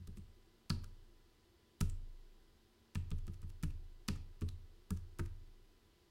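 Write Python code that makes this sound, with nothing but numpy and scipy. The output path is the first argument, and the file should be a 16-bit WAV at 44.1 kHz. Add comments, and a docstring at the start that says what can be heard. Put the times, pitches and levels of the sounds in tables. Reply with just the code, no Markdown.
"""A fan hums faintly while one hand taps figures on the keypad of a slim keyboard, near a microphone.
First a fingertip ticks on the cap; then the key bottoms out with a clack that sets the thin deck ringing.
The same blow thumps the case and the desk and sways the microphone stand, and a small room answers.
Last, the finger slides off and the key clicks as it springs back. Some keys leave a thin metallic ring."""
import sys
import numpy as np
from scipy import signal
from scipy.fft import rfft, irfft
from scipy.io import wavfile
from scipy.ndimage import uniform_filter1d

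SR = 44100
rng = np.random.default_rng(int(sys.argv[2]) if len(sys.argv) > 2 else 0)


def dump_mix(stems):
    """Bounce the given channels to the path in sys.argv[1] as a 16-bit WAV at rate SR."""
    frames = np.atleast_2d(stems).T  # one column per channel
    limited = np.clip(frames, -1, 1)  # hard clip at full scale
    pcm = np.round(limited * 32767).astype(np.int16)
    wavfile.write(sys.argv[1], SR, pcm)


N = 269010
CLICK_SIZE = 4096

# Keys bottoming out. Each row: time in seconds, travel from first touch in seconds, finger speed and
# hand weight in dB relative to a hard stroke, nearness to the case edge from 0 to 1, knock in Hz,
# case tilt in dB/octave, deck's answer in dB, click tilt in dB/octave, cap resonance in Hz,
# its height in dB, click t60 in seconds.
STRIKES = [(0.074, 0.0018, -25.5, -17.5, 0.17, 134, -2.5, -7, 1.8, 3750, 7, 0.011),
           (.173, .0025, -29, -21.5, 0.38, 188, 1.5, -11, -6, 5810, 3, 0.0069),
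           (0.7012, 0.0047, 1.5, -2.5, 0, 180, -5.5, 2, -3, 4550, 18.5, 0.01),
           (1.8093, .004, -2, 0.5, 0.85, 183, -4.5, 2, 0, 6700, 1.5, 0.012),
           (2.9539, 0.005, -8, -4, 0.1, 208, -6, -3.5, -6, 2600, 3, 0.011),
           (3.114, 0.0091, -16.5, -5.5, 0.2, 138, -2.5, -2, -5, 3470, 9, 0.014),
           (3.278, 0.01, -23.5, -12, 0.19, 217, -5, -2, -3.5, 5810, 0, 0.012),
           (3.427, 0.009, -30.5, -16.5, 0, 132, -10, 0, -6, 8500, 10, 0.027),
           (3.633, .006, -9.5, -1.5, .05, 161, -11, 1, -1, 2100, 6.5, 0.019),
           (4.0845, 0.0043, 1, -1.5, 1, 211, 1.5, -1, -4, 4800, 8, 0.0091),
           (4.4162, 0.0057, -18.5, -3.5, 0.1, 327, 2, 1, -4.5, 2720, 3.5, 0.024),
           (4.9058, 0.00084, -11, -4.5, 0.9, 235, -1, 1.5, 2, 7450, 3, 0.0072),
           (5.192, .0054, -11, -2, .05, 270, -0.5, 7.5, -0.5, 2010, 14.5, 0.022)]


def undb(db):
    """Amplitude grows tenfold for every 20 dB."""
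    return 10 ** (np.asarray(db) / 20)


def decay(t, t60):
    """Damping: amplitude falls exponentially, by 60 dB in t60 seconds."""
    return np.exp(-np.log(1000) * t / t60)


def add(track, s, sound):
    """Superposition: a sound adds to the track from s seconds on."""
    start = max(int(s * SR), 0)
    track[..., start:start + sound.shape[-1]] += sound[..., :N - start]


def curve(points, hz):
    """A spectral envelope in dB, interpolated on a log-frequency axis."""
    point_hz, db = np.transpose(points)
    return np.interp(np.log(hz), np.log(point_hz), db)


def bins(size):
    """Fourier frequencies in Hz, kept above zero."""
    return np.maximum(np.fft.rfftfreq(size, 1 / SR), 1)


def colour(x, db):
    """A minimum-phase filter applies a gain per bin causally, so attacks stay sharp."""
    cepstrum = irfft(np.log(undb(db)))
    cepstrum[1:len(x) // 2] *= 2
    cepstrum[len(x) // 2 + 1:] = 0
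    return irfft(rfft(x) * np.exp(rfft(cepstrum)))


def burst_level(x, db, span_s=0.01):
    """Equivalent level: scale a burst so that its energy, spread over the span, gives db."""
    return x * undb(db) * np.sqrt(span_s * SR / np.sum(x ** 2))


def power_law(effort_db, hard_db, exponent):
    """A power law is a straight line in dB, here through hard_db at a hard stroke."""
    return hard_db + exponent * effort_db


def ring(modes, size, tilt_db=0, scatter_db=4.5, pivot_hz=200):
    """Modal vibration: a sum of damped sines, whose shares vary at random from blow to blow."""
    t = np.arange(size) / SR
    out = np.zeros(size)
    for hz, db, t60, swing in modes:
        gain = undb(db + tilt_db * np.log2(hz / pivot_hz) + scatter_db * rng.standard_normal())
        out += np.sign(swing) * gain * np.sin(2 * np.pi * hz * t) * decay(t, t60)
    return out


def fan_and_whine():
    """Incoherent noises add in power: fan air and narrow hums, joined by a thin electrical whine."""
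    # Fan air and microphone hiss. Each row: frequency in Hz, density in dB per Hz.
    noise_floor = [(25, -102.5), (45, -93), (80, -92.5), (130, -101), (270, -105), (410, -100), (520, -110),
                   (900, -113), (1700, -114), (2300, -117.5), (3200, -114.5), (4900, -115.5), (5800, -121),
                   (9000, -125), (15500, -127)]
    # Fan hum. Each row: centre in Hz, width in Hz, rms level in dB.
    hums = [(226.6, 4.3, -83.5), (344.2, 37, -79.5), (765, 13, -94.5)]
    # Electrical whine. Each row: frequency in Hz, rms level in dB.
    whine_tones = [(1000, -90), (2000, -93.5), (3000, -95)]
    hz, t = bins(N), np.arange(N) / SR
    power = undb(curve(noise_floor, hz)) ** 2
    for centre, width, db in hums:
        power += undb(db) ** 2 * np.exp(-np.pi * ((hz - centre) / width) ** 2) / width
    air = irfft(rfft(rng.standard_normal(N)) * np.sqrt(power * SR / 2), N)
    return air + sum(np.sqrt(2) * undb(db) * np.sin(2 * np.pi * f * t) for f, db in whine_tones)


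def thumps(soft_hz=800, edge_rock_db=13.5, scatter_db=2.44):
    """Structure-borne sound: the hand's weight passes through case, desk and stand to the microphone."""
    # Modes. Each row: frequency in Hz, level in dB, t60 in seconds, direction of the first swing.
    stand_sway = [(26.54, -45, 1.26, 1)]
    desk_boom = [(59.6, -45, 0.48, -1), (77.15, -45, 0.75, -1), (88.38, -34.5, 0.5, 1),
                 (107.85, -49.5, 0.81, -1), (137.5, -47.5, 0.43, 1)]
    case_rocking = [(180, -35, 0.16, 1), (201, -34.5, 0.12, -1)]
    case_bending = [(157.2, -31, 0.13, -1), (230.6, -39, 0.19, 1), (290.3, -45, 0.21, 1),
                    (340.9, -47, 0.27, -1), (407.8, -45, 0.17, 1), (431.7, -47.5, 0.15, -1),
                    (528.6, -60, 0.23, 1), (606, -69, 0.11, -1)]
    out, size = np.zeros(N), 2 * SR
    for s, _, speed_db, weight_db, edge, knock_hz, case_tilt_db, *_ in STRIKES:
        add(out, s, knock(knock_hz, power_law(speed_db, -33.5, 0.67)))
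        stand_db = power_law(weight_db, 6.65, 0.57)
        desk_db = power_law(weight_db, 0.86, 0.54)
        # the case rocks on its feet most under the keys at its edge
        rock_db = power_law(weight_db, -13, 0.3) + edge_rock_db * edge
        for modes, db in ((stand_sway, stand_db), (desk_boom, desk_db), (case_rocking, rock_db)):
            add(out, s, undb(db) * ring(modes, size, scatter_db=scatter_db))
        bending = ring(case_bending, SR // 2, tilt_db=case_tilt_db, scatter_db=3.5)
        add(out, s, undb(power_law(weight_db, -2, 1.04)) * bending)
    # at the start, desk and case are still ringing from an earlier key
    for modes, db in ((desk_boom, -11), (case_rocking, -18)):
        add(out, 0, undb(db) * ring(modes, size, scatter_db=scatter_db))
    # the soft fingertip passes no treble
    return signal.sosfilt(signal.butter(4, soft_hz, fs=SR, output="sos"), out)


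def keycap(db, tilt_db, cap_hz, cap_db, t60, width_octaves=0.21, room_share=0.88):
    """Source and filter: the hollow cap colours a contact's chatter. Rows are direct and room-bound."""
    t, hz = np.arange(CLICK_SIZE) / SR, bins(CLICK_SIZE)
    rise_s = 0.0011 * (t60 / 0.0083) ** 2  # a softer contact both starts and dies more slowly
    attack = 1 - np.exp(-t / rise_s)
    snap = 0.41 * np.exp(-t / 0.00036)
    bounce = 0.073 * np.exp(-((t - 0.38 * t60) / 0.00031) ** 2)  # the cap rocks and its other edge lands
    envelope = (decay(t, t60) + snap) * attack + bounce
    chatter = envelope * rng.standard_normal(CLICK_SIZE)
    # the contact itself is broadband: its colour comes from the cap alone
    smooth_power = uniform_filter1d(np.abs(rfft(chatter)) ** 2, size=45)
    chatter = colour(chatter, -10 * np.log10(smooth_power))
    # Colour common to all caps. Each row: frequency in Hz, gain in dB.
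    cap_response = [(300, -18.5), (650, -17), (950, -2.5), (1500, -18), (1750, -2), (2100, -6.5), (2600, 0),
                    (3000, -3.5), (3400, -4.5), (6000, -3), (10000, -6.5), (15000, -13)]
    shape = curve(cap_response, hz) + tilt_db * np.log2(np.maximum(hz / 1900, 1))
    resonance = cap_db / (1 + (np.log2(hz / cap_hz) / width_octaves) ** 2)
    direct = colour(chatter, shape + resonance)
    # the room gathers sound from all sides of the cap, which evens out its peaks
    spread = colour(signal.unit_impulse(CLICK_SIZE), shape + room_share * resonance)
    return np.array([burst_level(direct, db), burst_level(spread, db)])


def deck(db, detune=0.018):
    """Plate modes ring a little differently under every key; neighbouring modes swing opposite ways."""
    # The thin deck under the keys. Each row: frequency in Hz, relative level in dB, t60 in seconds.
    plate_modes = [(600, -12.5, 0.031), (846, -11, 0.0065), (944, -8.5, 0.057), (1204, 1, 0.042),
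                   (1356, 0.5, 0.037), (1470, -5, 0.041), (1643, -6, 0.048)]
    modes = [(hz * (1 + detune * rng.standard_normal()), mode_db, t60, (-1) ** k)
             for k, (hz, mode_db, t60) in enumerate(plate_modes)]
    return burst_level(ring(modes, CLICK_SIZE, scatter_db=2.5), db)


def presses(second_landing_s=0.00464):
    """Impact excitation: the touch, then the landing, sounds cap and deck; faster strokes are louder."""
    out = np.zeros((2, N))
    for s, travel_s, speed_db, _, _, _, _, answer_db, *cap in STRIKES:
        touch_db = power_law(speed_db, -53.5, 0.53)
        click_db = power_law(speed_db, -41, 0.99)
        deck_db = power_law(speed_db, -49.5, 0.62) + answer_db
        tick = keycap(touch_db, tilt_db=2.7, cap_hz=8440, cap_db=2.1, t60=0.0077)
        add(out, s - travel_s, tick + deck(touch_db - 13))
        add(out, s, keycap(click_db, *cap) + deck(deck_db))
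        add(out, s + second_landing_s, deck(deck_db - 4.5))  # a key pressed off centre lands again
    return out


def knock(hz, db, t60=0.071, rise_s=0.00038):
    """A damped oscillator: the plate gives way under the finger, and a stiffer spot knocks higher."""
    t = np.arange(SR // 2) / SR
    attack = 1 - np.exp(-t / rise_s)
    return -undb(db) * np.sin(2 * np.pi * hz * t) * decay(t, t60) * attack


def room(x, gain_db=-9.5, low_t60=0.42, high_t60=0.28, split_hz=5000, gap_s=0.0031, build_s=0.0015):
    """Reverberation: dense reflections build up in a small room and decay, the treble soonest."""
    # Colour of the reflections. Each row: frequency in Hz, relative gain in dB.
    room_response = [(200, 34), (700, 3.5), (1300, -5.5), (3000, -1.5), (6000, -3.5), (10000, 0),
                     (16000, -6)]
    size = 2 ** 15
    t = np.arange(size) / SR
    noise = rng.standard_normal(size)
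    low = signal.sosfiltfilt(signal.butter(2, split_hz, fs=SR, output="sos"), noise)
    tail = low * decay(t, low_t60) + (noise - low) * decay(t, high_t60)
    tail *= 1 - np.exp(-np.maximum(t - gap_s, 0) / build_s)
    tail /= np.sqrt(np.sum(tail ** 2))
    tail = colour(tail, curve(room_response, bins(size)))
    return undb(gain_db) * signal.fftconvolve(x, tail)[:N]


def scuff(length_s, db=-80, centre_hz=10500, width_octaves=0.3):
    """Friction: skin slides off the plastic in a short, grainy swell of high hiss."""
    size = int(length_s * SR)
    grains = rng.standard_normal(CLICK_SIZE)[:size] ** 3
    band = 1 / (1 + (np.log2(bins(CLICK_SIZE) / centre_hz) / width_octaves) ** 2)
    hiss = irfft(rfft(grains * np.hanning(size), CLICK_SIZE) * band)
    return burst_level(hiss, db)


def releases(scuff_s=0.035, rattle_lead_s=0.0056, rattle_db=-73):
    """Elastic return: the finger slides off, and the rising cap rattles just before it hits its stop."""
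    # Keys springing back. Each row: time in seconds, click level in dB, cap resonance in Hz,
    # its height in dB, deck level in dB.
    returns = [(0.1822, -73, 8300, 11, -82), (0.8418, -61.5, 5200, 4, -65.5), (1.897, -59, 7800, 13, -86),
               (3.188, -73.5, 6200, 5, -79), (3.341, -70, 5760, 5, -80), (3.5005, -68.5, 9500, 1, -83),
               (3.7058, -69.5, 2640, 11, -81), (4.1597, -69, 6850, 7, -69), (4.4877, -56.5, 3900, 14, -75),
               (4.9716, -65.5, 6240, 6, -76), (5.2596, -64.5, 1930, 11, -74)]
    out = np.zeros((2, N))
    for s, stop_db, cap_hz, cap_db, deck_db in returns:
        add(out, s - scuff_s, scuff(scuff_s))
        for at, db in ((s - rattle_lead_s, rattle_db), (s, stop_db)):
            click = keycap(db, tilt_db=0.2, cap_hz=cap_hz, cap_db=cap_db, t60=0.0089)
            add(out, at, click + deck(deck_db))
    return out


def pings(t60=0.25, detune=0.03, count=14):
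    """Free vibration: a metal part under some keys rings on in a cluster of close, high modes."""
    # Metallic rings. Each row: start in seconds, centre in Hz, level in dB.
    clusters = [(0.181, 8260, -84), (1.897, 7400, -73), (2.949, 8080, -68), (4.4092, 8040, -72)]
    out = np.zeros(N)
    for s, hz, db in clusters:
        modes = [(hz * (1 + detune * rng.standard_normal()), db, t60, rng.standard_normal())
                 for _ in range(count)]
        add(out, s, ring(modes, SR // 2) / np.sqrt(count))
    return out


def scene():
    """Direct, reflected and structure-borne sound superpose on the steady background."""
    direct, spread = presses() + releases()
    return (direct + room(spread) + pings() + thumps() + fan_and_whine())[None]


def record(dry):
    """Band limiting: a steep low-pass filter cuts the treble above 15.9 kHz."""
    return signal.sosfilt(signal.ellip(10, .1, 70, 15900, fs=SR, output="sos"), dry)


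dry = scene()
out = record(dry)
dump_mix(out)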